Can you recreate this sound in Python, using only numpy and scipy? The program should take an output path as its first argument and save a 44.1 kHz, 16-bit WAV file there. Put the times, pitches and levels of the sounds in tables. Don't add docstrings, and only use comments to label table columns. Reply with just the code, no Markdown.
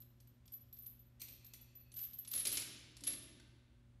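import sys
import numpy as np
from scipy import signal
from scipy.fft import rfft, irfft
from scipy.io import wavfile

SR = 44100
rng = np.random.default_rng(int(sys.argv[2]) if len(sys.argv) > 2 else 0)


def log_audio(samples):
    frames = np.atleast_2d(samples).T
    limited = np.clip(frames, -1, 1)
    pcm = np.round(limited * 32767).astype(np.int16)
    wavfile.write(sys.argv[1], SR, pcm)


N = 176400

RING_RISE_S, CLACK_RISE_S = 0.0025, 0.00065
# time in seconds, relative level in dB.
BAR_HITS = [(1.203, -60), (1.216, -58), (1.283, -69), (1.536, -64), (2.4524, -48), (2.572, -54.5),
            (3.072, -66)]


def from_db(db):
    return 10 ** (np.asarray(db) / 20)


def at_hz(points, hz, column=1):
    points = np.array(points)
    return np.interp(np.log(np.maximum(hz, 1)), np.log(points[:, 0]), points[:, column])


def noise(spectrum):
    gains = from_db(at_hz(spectrum, np.fft.rfftfreq(N, 1 / SR)))
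    x = irfft(rfft(rng.standard_normal(N)) * gains, N)
    return x / x.std()


def bell(hz, octaves):
    return [(hz * 2 ** (k * octaves), -10 * np.log10(2) * k * k) for k in range(-6, 7)]


def decay(t60_s, rise_s=1e-6):
    t = np.arange(int(t60_s * SR)) / SR
    return np.exp(-np.log(1000) * t / t60_s) * (1 - np.exp(-t / rise_s))


def add(out, start_s, sound):
    i = int(np.clip(start_s * SR, 0, N - 1))
    out[i:i + len(sound)] += sound[:N - i]


def sines(hz, phase_cycles, length):
    t = np.arange(length) / SR
    return np.sin(2 * np.pi * (np.outer(hz, t) + phase_cycles[:, None]))


def bursts(times_s, levels_db, spectrum, t60_s, rise_s=CLACK_RISE_S):
    envelope = np.zeros(N)
    for start_s, db in zip(times_s, levels_db):
        add(envelope, start_s, from_db(db) * decay(t60_s, rise_s))
    return envelope * noise(spectrum)


def ventilation(air_db=-69, waver_depth=0.17):
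    # frequency in Hz, relative density in dB.
    air = [(25, -28.5), (40, -2.5), (58, 5.5), (85, -1.5), (115, -5.5), (160, -12), (240, -10.5),
           (430, -24), (900, -27), (3500, -33), (5200, -39.5), (9500, -41), (15000, -50.5)]
    # frequency in Hz, rms level in dB.
    hum = [(120, -67.5), (240, -78), (360, -88.5), (565, -91)]
    out, t = from_db(air_db) * noise(air), np.arange(N) / SR
    for hz, db in hum:
        waver = np.interp(t, np.linspace(0, t[-1], 32), rng.standard_normal(32))
        tone = np.sin(2 * np.pi * (hz * t + rng.random()))
        out += np.sqrt(2) * from_db(db) * (1 + waver_depth * waver) * tone
    return out


def gym_reverb(direct, delay_s=0.0054):
    # frequency in Hz, level in dB re direct sound, T60 in seconds.
    room = [(100, 7, 1.6), (280, 5.5, 1.5), (520, -0.5, 1.26), (1550, -0.5, 1.46), (3390, -2.5, 1.25),
            (6560, -5, 0.83), (10930, -4.5, 0.44), (12100, -5.5, 0.31), (15500, -19, 0.17)]
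    edges_hz = np.r_[np.geomspace(60, 6000, 13), np.linspace(7500, 16500, 7)]
    tail, white = np.zeros(N), rng.standard_normal((2, N))
    for k, (low_hz, high_hz) in enumerate(zip(edges_hz, edges_hz[1:])):
        hz = np.sqrt(low_hz * high_hz)
        fade = decay(at_hz(room, hz, column=2))
        bandpass = signal.butter(2, [low_hz, high_hz], "band", fs=SR, output="sos")
        band = signal.sosfilt(bandpass, white[k % 2, :len(fade)])
        add(tail, delay_s, from_db(at_hz(room, hz)) * band * fade / np.linalg.norm(fade))
    return signal.fftconvolve(direct, tail)[:N]


def struck_iron(hits, modes, spread=0.039, count=8):
    out = np.zeros(N)
    for hz, mode_db, t60_s in modes:
        fade = decay(t60_s, CLACK_RISE_S)
        for (start_s, db), (detune, phase) in zip(hits, rng.random((24, 2, count))):
            cluster = sines(hz * (1 + spread * (2 * detune - 1)), phase, len(fade)).sum(axis=0)
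            add(out, start_s, from_db(db + mode_db) * fade * cluster / np.sqrt(count))
    return out


def bar_ring(gain_db=-7, slip_count=7):
    # frequency in Hz, relative level in dB, T60 in seconds.
    modes = [(536, -18, .4), (1734, -22, .47), (2560, -7.5, .45), (2750, -11.5, 0.32), (4400, -7.5, .36)]
    # start in seconds, end in seconds, relative level in dB.
    slide = (1.2, 1.9, -65.5)
    start_s, end_s, db = slide
    step_s = (end_s - start_s) / slip_count
    slips = [(start_s + (k + late) * step_s, db) for k, late in enumerate(rng.random(slip_count))]
    return from_db(gain_db) * struck_iron(BAR_HITS + slips, modes)


def last_knock(time_s=3.399):
    # frequency in Hz, level in dB, T60 in seconds.
    modes = [(936, -68, 0.051), (1555, -55.5, 0.037), (2120, -62.5, 0.028), (4500, -65, 0.091)]
    return struck_iron([(time_s, 0)], modes)


def plate_clatter(gain_db=2.5):
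    # frequency in Hz, relative density in dB.
    spectrum = [(400, -26.5), (1700, -17), (2050, 0), (2650, 2), (3500, -16.5), (4350, 8), (5000, -8),
                (6000, 5), (7800, -10), (9200, 12), (9800, -16.5), (15000, -18)]
    times_s, levels_db = np.transpose(BAR_HITS)
    return bursts(times_s, levels_db + gain_db, spectrum, t60_s=0.15)


def rubber_floor(rise_s=0.005):
    # time in seconds, thud level in dB, slap level in dB.
    landings = [(1.211, -71.5, -84), (1.29, -76.5, -75), (2.344, -63.5, -58.5), (2.454, -56, -58),
                (2.522, -61.5, -59), (2.576, -63, -64.5), (3.014, -60, -67.5), (3.07, -64, -57.5),
                (3.122, -63.5, -74), (3.299, -67.5, -88)]
    # frequency in Hz, relative density in dB.
    thud = [(60, 7.5), (160, 8.5), (290, 19), (410, 9), (800, -47.5)]
    times_s, thud_db, slap_db = np.transpose(landings)
    slaps = bursts(times_s, slap_db, bell(hz=544, octaves=0.2), t60_s=0.13, rise_s=rise_s)
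    return slaps + bursts(times_s, thud_db, thud, t60_s=0.26, rise_s=rise_s)


def contacts(tumbles_per_s=160, scatter_db=10):
    # time in seconds, then relative levels in dB of clack, high ring, low ring.
    clinks = [(0.002, -72, -51, -75), (0.02, -64.5, -65, -69), (0.202, -64.5, -67.5, -69),
              (0.272, -72, -62, -77), (0.456, -68.5, -62, -83), (0.478, -60, -80, -81),
              (0.52, -70, -46.5, -62), (0.536, -63, -45.5, -64), (0.727, -64.5, -48.5, -74),
              (0.767, -69.5, -58, -82), (0.787, -87, -47.5, -79), (0.822, -83, -48.5, -60),
              (0.861, -63, -43, -52), (0.992, -75, -56.5, -75), (1.197, -62, -55, -85),
              (1.216, -48, -46, -63), (1.236, -63, -50, -60), (1.284, -56, -52, -75), (1.32, -75, -53, -78),
              (1.445, -62, -53, -87), (1.464, -62, -54, -86), (1.536, -50.5, -53.5, -63.5),
              (1.61, -72.5, -53.5, -79), (1.752, -71, -50.5, -67), (1.801, -76.5, -58, -74.5),
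              (1.918, -59, -70, -54.5), (1.94, -59, -48.5, -67), (1.966, -62, -42, -61),
              (1.989, -55, -52.5, -66), (2.012, -67, -40, -72), (2.036, -72, -44.5, -72.5),
              (2.133, -57.5, -44.5, -60), (2.186, -60, -38, -62.5), (2.249, -52.5, -65, -69),
              (2.275, -53, -61.5, -38.5), (2.313, -53, -37.5, -47), (2.334, -43, -39, -37),
              (2.349, -49.5, -55.5, -31.5), (2.359, -48.5, -48, -26.5), (2.377, -51, -54.5, -34),
              (2.394, -59, -54, -30), (2.416, -51, -55, -41.5), (2.4526, -35, -42, -36),
              (2.469, -38, -43, -25.5), (2.517, -52, -51, -28), (2.526, -43.5, -37, -42.5),
              (2.5711, -34, -48.5, -30.5), (2.62, -41.5, -63.5, -57), (2.968, -51, -84, -56.5),
              (3.007, -55.5, -80, -59), (3.037, -43, -60, -41.5), (3.068, -46, -66, -30),
              (3.073, -38.5, -63, -23.5), (3.087, -56.5, -64, -31.5), (3.103, -51, -69, -44),
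              (3.121, -58, -73, -36.5), (3.138, -57, -76, -44), (3.399, -62, -86.5, -74)]
    # start and end in seconds, then the same three levels.
    tumbles = [(0.736, .9, -79, -71, -79), (1.21, 1.35, -74, -70, -81), (1.957, 2.05, -63.5, -48, -68),
               (2.277, 2.332, -65, -59, -54.5), (2.335, 2.411, -52.5, -61, -39.5),
               (2.453, 2.61, -51.5, -60.5, -43), (3.041, 3.138, -58, -85, -48)]
    rows = list(clinks)
    for start_s, end_s, *levels_db in tumbles:
        for k, (late, *scatter) in enumerate(rng.random((56, 4))):
            time_s = start_s + (k + late) / tumbles_per_s
            if time_s < end_s:
                rows.append((time_s, *(np.array(levels_db) + scatter_db * (np.array(scatter) - 0.5))))
    return np.array(rows)


def tinks(times_s, levels_db, low_hz=2504, high_hz=9320, count=12):
    out, fade = np.zeros(N), decay(t60_s=0.012, rise_s=CLACK_RISE_S)
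    for start_s, db, (place, phase) in zip(times_s, levels_db, rng.random((400, 2, count))):
        hz = low_hz * (high_hz / low_hz) ** ((np.arange(count) + place) / count)
        partials = sines(hz, phase, len(fade)).sum(axis=0) / np.sqrt(count)
        add(out, start_s, from_db(db) * fade * partials)
    return out


def link_rings(times_s, levels_db, modes, t60_s, spread_hz, scatter_db=5.5):
    out, fade = np.zeros(N), decay(t60_s, RING_RISE_S)
    hz, mode_db = np.transpose(modes + modes)
    draws = rng.standard_normal((400, 3, len(hz)))
    for start_s, db, (detune, scatter, phase) in zip(times_s, levels_db, draws):
        gains = from_db(mode_db + scatter_db * scatter)
        ring = fade * (gains @ sines(hz + spread_hz * detune, phase / 2, len(fade)))
        add(out, start_s, from_db(db) * ring * np.linalg.norm(fade) / np.linalg.norm(ring))
    return out


def chain(rebound_s=0.0035, rebound_db=-3.5):
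    # frequency in Hz, relative density in dB.
    clack = [(400, -8.5), (1200, -4.5), (2000, -9), (3500, 7), (4500, 8.5), (6000, 6.5), (9000, 5.5),
             (11500, -0.5), (15500, -27.5)]
    # frequency in Hz, relative level in dB.
    high_modes = [(12000, -2.5), (12190, 0.5), (12400, -6.5), (12570, -9.5), (13150, -13.5)]
    low_modes = [(10160, 0.5), (10560, -6.5), (10965, 2.5), (11310, -2)]
    # time in seconds, level in dB.
    edge_hits = [(.7865, -57), (1.217, -42), (1.535, -50.5), (1.965, -53), (1.99, -55), (2.0365, -44),
                 (2.186, -56), (2.333, -44.5), (2.4525, -46.5), (2.527, -50.5)]
    times_s, clack_db, high_db, low_db = contacts().T
    impacts_s = np.r_[times_s, times_s + rebound_s]
    impacts_db = np.r_[clack_db, clack_db + rebound_db]
    clacks = bursts(impacts_s, impacts_db + 5, clack, t60_s=0.012)
    high = link_rings(times_s, high_db - 2, high_modes, t60_s=0.13, spread_hz=63)
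    low = link_rings(times_s, low_db - 4.5, low_modes, t60_s=0.079, spread_hz=44)
    jingle = bursts(times_s, clack_db - 9.5, bell(hz=3130, octaves=0.69), t60_s=0.068, rise_s=RING_RISE_S)
    snaps = bursts(*np.transpose(edge_hits), bell(hz=13620, octaves=0.14), t60_s=0.028)
    return clacks + high + low + jingle + snaps + tinks(times_s, clack_db + 0.5)


def scene():
    direct = bar_ring() + last_knock() + plate_clatter() + chain() + rubber_floor()
    return (direct + gym_reverb(direct) + ventilation())[None]


def record(dry):
    cutoff_hz = 15700
    return signal.sosfilt(signal.ellip(12, 0.1, 80, cutoff_hz, fs=SR, output="sos"), dry)


dry = scene()
out = record(dry)
log_audio(out)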